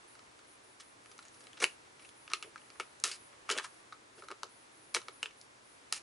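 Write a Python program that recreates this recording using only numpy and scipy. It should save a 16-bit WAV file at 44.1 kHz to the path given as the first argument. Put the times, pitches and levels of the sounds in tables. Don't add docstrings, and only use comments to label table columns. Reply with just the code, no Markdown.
import sys
import numpy as np
from scipy import signal
from scipy.fft import rfft, irfft, next_fast_len
from scipy.io import wavfile

SR = 44100
rng = np.random.default_rng(int(sys.argv[2]) if len(sys.argv) > 2 else 0)


def bounce(signal):
    frames = np.transpose(np.atleast_2d(signal))
    limited = np.clip(frames, -1, 1)
    pcm = np.round(limited * 32767).astype(np.int16)
    wavfile.write(sys.argv[1], SR, pcm)


N = 265480

# start in seconds, shell push in dB, hollow and staple pushes in dB against
# the shell, drag time in milliseconds, pitch of the spot struck in Hz.
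SLIPS = [(.1525, -62.5, 12, 13, 1.05, 1550), (0.1925, -54, 0, 6.5, 0.78, 1270),
         (0.3912, -59, 2, 11, 0.94, 1290), (.8, -57, 5, 4, 1.4, 5400), (1.059, -56.5, 9, 7, 1.1, 2260),
         (1.115, -52, 3.5, 9.5, 1.98, 1090), (1.18, -65.5, 3, 13, 1, 6170), (1.19, -51, 5.5, 10, 2.1, 1140),
         (1.2258, -59.5, -5, 9, 3.1, 4180), (1.2519, -62, 9, 7.5, 3.6, 7050),
         (1.283, -66.5, -3, 14, 1.9, 5970), (1.343, -71, -3, 13, 2.5, 5500),
         (1.4062, -62, 11, 10.5, 2.5, 4960), (1.4397, -64, 5, 12, 0.98, 5030),
         (1.469, -50.5, 1, 7.5, 1.55, 1230), (1.531, -55, -18, 7.5, .6, 3230),
         (1.571, -49.5, -3, 5, 7.7, 1380), (1.6003, -43, 1, 11.5, 6.9, 2230),
         (1.617, -37.5, -0.5, 1, 5.0, 1420), (1.6244, -31, 1, 3, 2.53, 2100),
         (1.641, -23, 6.5, 6.5, 0.77, 2544), (1.9948, -53.5, -6.5, 0, 5.2, 1260),
         (2.021, -59, -6.5, 7, 3.8, 2160), (2.048, -56.5, -2, 7, 4.4, 2800),
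         (2.0903, -58, -11.5, 12.5, 1.1, 3350), (2.2776, -46.5, 0, 0, 1.36, 1400),
         (2.2997, -48.5, 2, 7, 8.8, 1340), (2.3159, -44.5, 8, 6, 2.9, 1430),
         (2.3347, -26, 0.5, 7, 1.28, 1280), (2.4256, -43, 7, 11, 2.5, 2630),
         (2.5585, -51, 15, 5, 1.14, 1423), (2.578, -56, -7, 7, 2.8, 2090),
         (2.616, -58.5, -5, -2, 2.2, 2580), (2.7022, -51, -3, 5, 1.6, 1180),
         (2.756, -67, 17, 4, 0.89, 1600), (2.7987, -33.5, 10, 6.5, 0.59, 1390),
         (2.8055, -37.5, -6, -8, 3.06, 2450), (3.0, -64, -6.5, 15.5, .9, 6060),
         (3.0386, -35.5, -1, 16, 0.96, 5150), (3.0408, -27, 0.5, 3.5, 3.52, 4450),
         (3.115, -37, 0, 1, 4.0, 4790), (3.3273, -61.5, 11, -5, 8.1, 960), (3.4917, -35, 5, 4, 2.24, 1280),
         (3.5003, -25.5, -1, 3, 1.27, 1270), (3.512, -34.5, 8, 13.5, 3.5, 3020),
         (3.5229, -37, 0, 10.5, 1.2, 1290), (3.5765, -38, -12, 9, 4.5, 3200),
         (3.5852, -31.5, 9, 7.5, 0.77, 1490), (3.597, -41, 14, -11, 3.3, 1010),
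         (3.644, -42.5, 1.5, -6, 5.0, 1200), (3.9241, -53, 12.5, 10, 3.06, 1224),
         (4.182, -55.5, 0, -4, 6.4, 1600), (4.2224, -58, 13.5, 10.5, 1.52, 1300),
         (4.2365, -61.5, 8.5, 12, 3.6, 1280), (4.2851, -50.5, 8.5, 14, 0.7, 1330),
         (4.3039, -56, 13, 11, 3.65, 1290), (4.314, -43.5, 2.5, 6.5, 2.1, 1260),
         (4.4323, -42.5, 9.5, 14, 1.42, 1310), (4.9426, -45, 1, 13, 0.49, 4930),
         (4.9467, -30.5, 7.5, 12.5, 2.12, 2080), (4.965, -32.5, 6, -1, 2.43, 2080),
         (5.016, -50.5, 2, 8, 3.0, 1230), (5.0834, -41.5, 4.5, 7.5, 1.45, 1280),
         (5.229, -34.5, 3.5, 6.5, 2.19, 2890), (5.258, -39.5, 8, -16, 0.51, 2850),
         (5.309, -59, -3, 2, 2.5, 2200), (5.4136, -66.5, 5.5, 19.5, 0.51, 5400),
         (5.925, -30, 3, 8, 1.46, 4900)]
# frequency in Hz, bandwidth in Hz, relative level in dB.
CARD_MODES = [(321, 170, -9), (388, 31, -6.5), (442.4, 48, -3), (576, 114, -3.5)]
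HOLLOW_MODES = [(988, 154, -16.5), (1230, 400, -7), (1288, 186, 0.5), (1488, 336, -2), (1768, 330, 0)]
SHELL_MODES = [(1847, 170, -5), (2250, 144, -0.5), (2750, 322, 5), (3034, 77, -7), (3390, 210, -2)]
STAPLE_MODES = [(3993, 515, 0.5), (4840, 570, -1.4), (5490, 900, 2.2), (5940, 810, 0)]
TOOL_MODES = [(6720, 530, -0.5), (8020, 1380, 5.3), (8800, 390, -2), (10470, 1210, 4.5)]
SLIP_CARD_DB = -17.5
TOOL_DB, TOOL_DB_PER_OCTAVE, MID_SPOT_HZ = -4.5, 5, 2570
CHATTER_CLICKS = 30


def slips():
    start_s, shell_db, hollow_db, staple_db, drag_ms, spot_hz = np.transpose(SLIPS)
    tool_db = staple_db + TOOL_DB + TOOL_DB_PER_OCTAVE * np.log2(spot_hz / MID_SPOT_HZ)
    at = (start_s * SR).astype(int)
    drag_s = drag_ms[:, None] / 1000

    wait_s = 1.3 * drag_s * rng.exponential(1, (len(at), CHATTER_CLICKS))
    later = np.minimum(at[:, None] + (wait_s * SR).astype(int), N - 1)
    chatter_share = np.clip(0.07 + (drag_s / 0.0048) ** 2, 0, .97)
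    chatter_height = np.sqrt(chatter_share / CHATTER_CLICKS)
    click_height = np.sqrt(1 - chatter_share[:, 0])
    direction = rng.choice([-1, 1], len(at))

    def strike(part_db, mode_hz):
        octaves_off = np.log2(mode_hz / spot_hz)
        near_db = 10.46 * np.exp(-(octaves_off / 0.2) ** 2)
        uneven_db = rng.normal(0, 1.63, len(at))
        size = amp(shell_db + part_db + near_db + uneven_db)
        clicks = np.zeros(N)
        np.add.at(clicks, later, chatter_height * rng.normal(0, 1, later.shape) * size[:, None])
        clicks[at] += size * click_height * direction
        return clicks

    card = body(lambda hz: strike(SLIP_CARD_DB, hz), CARD_MODES)
    hollow = body(lambda hz: strike(hollow_db, hz), HOLLOW_MODES)
    shell = body(lambda hz: strike(0, hz), SHELL_MODES)
    staple = body(lambda hz: strike(staple_db, hz), STAPLE_MODES)
    tool = body(lambda hz: strike(tool_db, hz), TOOL_MODES)
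    return card + hollow + shell + staple + tool


# peak in seconds, drive in dB, rise in milliseconds,
# hold in milliseconds, hollow and metal drives in dB against the shell.
PRIES = [(0.805, -74.5, 24, 4.5, -2, 5.5), (1.627, -61.5, 29, 17, 8.5, 9), (2.335, -56, 1.7, 1.5, -16, -5),
         (2.431, -67.5, 1.4, 1.5, -1, -13), (2.801, -65.5, 1.2, 1.5, 0, 1),
         (3.038, -59.5, 2.2, 120, -1, 6.5), (3.497, -63, 18, 27, 6.5, 2), (3.586, -63.5, 130, 1.4, 5, -3.5),
         (3.645, -69.5, 39, 4, 6, 8), (4.19, -84.5, 55, 4.6, -6, 8), (4.947, -61.5, 4, 20, 4.5, 5.5),
         (5.233, -69.5, 1.5, 1.5, 1, -1), (5.259, -74.5, 8, 1.5, 2.5, -0.5),
         (5.924, -64.5, 1.6, 55, -2.5, 6.5)]
# peak in seconds, drive in dB, rise and hold in milliseconds.
FLEXES = [(1.603, -64, 7.5, 8.8), (1.624, -54.5, 9.1, 12), (2.445, -72.5, 19, 38), (2.799, -63.5, 1.7, 2.8),
          (3.043, -69.5, 1.5, 70), (3.33, -79, 7.1, 5.4), (3.501, -60.5, 9.9, 41), (3.56, -61.5, 25, 19),
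          (4.183, -72, 33, 5.9), (4.224, -74, 8, 28), (4.308, -65, 18, 5.1), (4.432, -65.5, 1.7, 2.7),
          (4.946, -58, 3.4, 21), (5.083, -72, 1.7, 2.5), (5.23, -66.5, 1.5, 3.7)]


def crackle(per_s):
    shell, hollow, metal = sum(effort(*row[:4]) * amp([[0], [row[4]], [row[5]]]) for row in PRIES)
    card = sum(effort(*row) for row in FLEXES)
    happens = rng.random(N) < per_s / SR
    grain_db = 3.6 * np.minimum(rng.exponential(1, N), 4)
    grains = rms_one(happens * amp(grain_db))

    def strike(gain):
        return gain * grains * rng.standard_normal(N)

    card_sound = body(lambda hz: strike(card), CARD_MODES)
    hollow_sound = body(lambda hz: strike(hollow), HOLLOW_MODES)
    shell_sound = body(lambda hz: strike(shell), SHELL_MODES)
    metal_sound = body(lambda hz: strike(metal), STAPLE_MODES + TOOL_MODES)
    return card_sound + hollow_sound + shell_sound + metal_sound


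RISE_DB, SAG_DB_PER_S, RELEASE_DB_PER_S = 32, 160, 796


def effort(peak_s, db, rise_ms, hold_ms):
    t = np.arange(N) / SR - peak_s
    hold_s = hold_ms / 1000
    rising = RISE_DB * t / (rise_ms / 1000)
    sag = SAG_DB_PER_S * np.minimum(t, hold_s)
    release = RELEASE_DB_PER_S * np.maximum(t - hold_s, 0)
    shape_db = np.where(t < 0, rising, -sag - release)
    return amp(db + np.maximum(shape_db, -200))


def body(strike, modes):
    rung = np.zeros(N)
    for k, (hz, width_hz, db) in enumerate(modes):
        rung += (-1) ** k * amp(db) * resonate(strike(hz), hz, width_hz)
    edges_hz = [0.76 * modes[0][0], 1.76 * modes[-1][0]]
    return signal.sosfilt(signal.butter(3, edges_hz, "band", fs=SR, output="sos"), rung)


def resonate(x, hz, width_hz):
    r = np.exp(-np.pi * width_hz / SR)
    w = 2 * np.pi * hz / SR
    return signal.lfilter([0, np.sin(w)], [1, -2 * r * np.cos(w), r * r], x + 1e-18)


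BOUNCE_MS, BOUNCE_DB = 8.0, -16.5


def first_bounce(x):
    lag = int(BOUNCE_MS / 1000 * SR)
    return amp(BOUNCE_DB) * np.pad(x, (lag, 0))[:N]


ECHO_T60_S, ECHO_DB = 0.18, -21.5


def echoes(x):
    size = next_fast_len(N + SR // 2)
    w = np.linspace(0, np.pi, size // 2 + 1)
    response = np.zeros((2, size // 2 + 1), complex)
    lags = (rng.uniform(.005, 0.021, 16) * SR).astype(int)
    for k, lag in enumerate(lags):
        loop = amp(-60 * lag / SR / ECHO_T60_S) * np.exp(-1j * w * lag)
        response[k % 2] += loop / (1 - loop) * (-1) ** (k // 2)
    return irfft(response * rfft(x, size), size)[:, :N]


# frequency in Hz, relative density in dB per Hz.
ROOM_SPECTRUM = [(15, -53), (25, -18.5), (101, -8), (173, -10.5), (303, -1.5), (685, -3.5), (979, -1.5),
                 (1400, -4.5), (2210, -7), (2930, -11.5), (5260, -15), (6120, -15.5), (11000, -18),
                 (14300, -35), (22000, -120)]
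# time in seconds, level in dB.
ROOM_LEVEL = [(0.0, -57.5), (.82, -59), (1.68, -56.5), (1.9, -58), (3.79, -57), (3.96, -59), (5.15, -58),
              (5.6, -59), (6.02, -57)]
# frequency in Hz, left-right likeness from -1 to 1.
LIKENESS = [(60, 0.96), (140, 0.77), (350, 0.21), (840, -0.43), (2010, -0.26), (4840, 0.33), (11700, 0.72)]
HUM_HZ, HUM_DB = 121, -80


def room_tone():
    hz = np.maximum(np.fft.rfftfreq(N, 1 / SR), 1)
    alike = np.clip(at_hz(LIKENESS, hz), -1, 1)
    mid, side = rfft(rng.standard_normal((2, N))) * amp(at_hz(ROOM_SPECTRUM, hz))
    hiss = irfft(np.sqrt(1 + alike) * mid + np.sqrt(1 - alike) * side * [[1], [-1]], N)
    t = np.arange(N) / SR
    level_s, level_db = np.transpose(ROOM_LEVEL)
    hiss = amp(np.interp(t, level_s, level_db)) * rms_one(hiss)

    hum = np.sqrt(2) * np.sin(2 * np.pi * HUM_HZ * t)
    hum += 0.12 * rms_one(resonate(rng.standard_normal(N), HUM_HZ, 16.0))
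    return hiss + amp(HUM_DB) * hum


# start in seconds, length in seconds, level in dB.
TREBLE_SWELLS = [(.072, 0.093, -62), (0.468, 0.11, -63), (0.632, 0.13, -65.5), (0.828, .11, -64.5),
                 (1.033, 0.23, -66), (1.32, 0.18, -63.5), (1.68, 0.076, -61.5), (1.996, 0.13, -62),
                 (2.155, .14, -63), (2.345, .165, -62), (2.593, 0.13, -65.5), (2.72, .25, -65),
                 (3.137, 0.18, -61.5), (3.65, 0.18, -64.5), (4.15, 0.13, -64.5), (4.49, 0.18, -64.5),
                 (4.717, 0.44, -64.5), (5.124, 0.12, -62.5), (5.365, 0.1, -64.5), (5.635, 0.16, -65)]
# frequency in Hz, bandwidth in Hz, relative level in dB.
TREBLE_BANDS = [(9780, 280, 2.5), (10130, 200, -3), (10530, 270, 0)]
TREBLE_LOW_HZ = 9100


def treble_patches():
    white = rng.standard_normal(N) + 0.56 * rng.standard_normal((2, N))
    bands = np.zeros((2, N))
    for hz, width_hz, db in TREBLE_BANDS:
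        bands += amp(db) * resonate(white, hz, width_hz) * np.sqrt(width_hz)
    high_pass = signal.butter(6, TREBLE_LOW_HZ, "high", fs=SR, output="sos")
    noise = rms_one(signal.sosfilt(high_pass, bands))
    swell = np.zeros(N)
    for start_s, length_s, db in TREBLE_SWELLS:
        a, b = int(start_s * SR), int((start_s + length_s) * SR)
        shape = np.interp(np.linspace(0, 1, b - a), [0, .12, .7, 1], [0.51, 0.79, 0.72, 0.24])
        swell[a:b] += amp(db) * shape
    return swell * noise


def amp(db):
    return 10 ** (np.asarray(db) / 20)


def rms_one(x):
    return x / np.sqrt(np.mean(x ** 2) + 1e-20)


def at_hz(points, hz):
    point_hz, value = np.transpose(points)
    return np.interp(np.log(hz), np.log(point_hz), value)


def scene():
    pack = slips() + crackle(per_s=5500)
    near = (pack + first_bounce(pack)) * amp([[.2], [-.2]])
    echo = echoes(pack)
    echo = echo + 0.16 * echo[::-1]
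    return near + amp(ECHO_DB) * echo + room_tone() + treble_patches()


MIC_TOP_HZ, CUTOFF_HZ = 11022, 12269


def record(dry):
    mic = signal.ellip(8, .8, 31, MIC_TOP_HZ, fs=SR, output="sos")
    band_cut = signal.ellip(10, .5, 60, CUTOFF_HZ, fs=SR, output="sos")
    return signal.sosfilt(band_cut, signal.sosfilt(mic, dry))


dry = scene()
out = record(dry)
bounce(out)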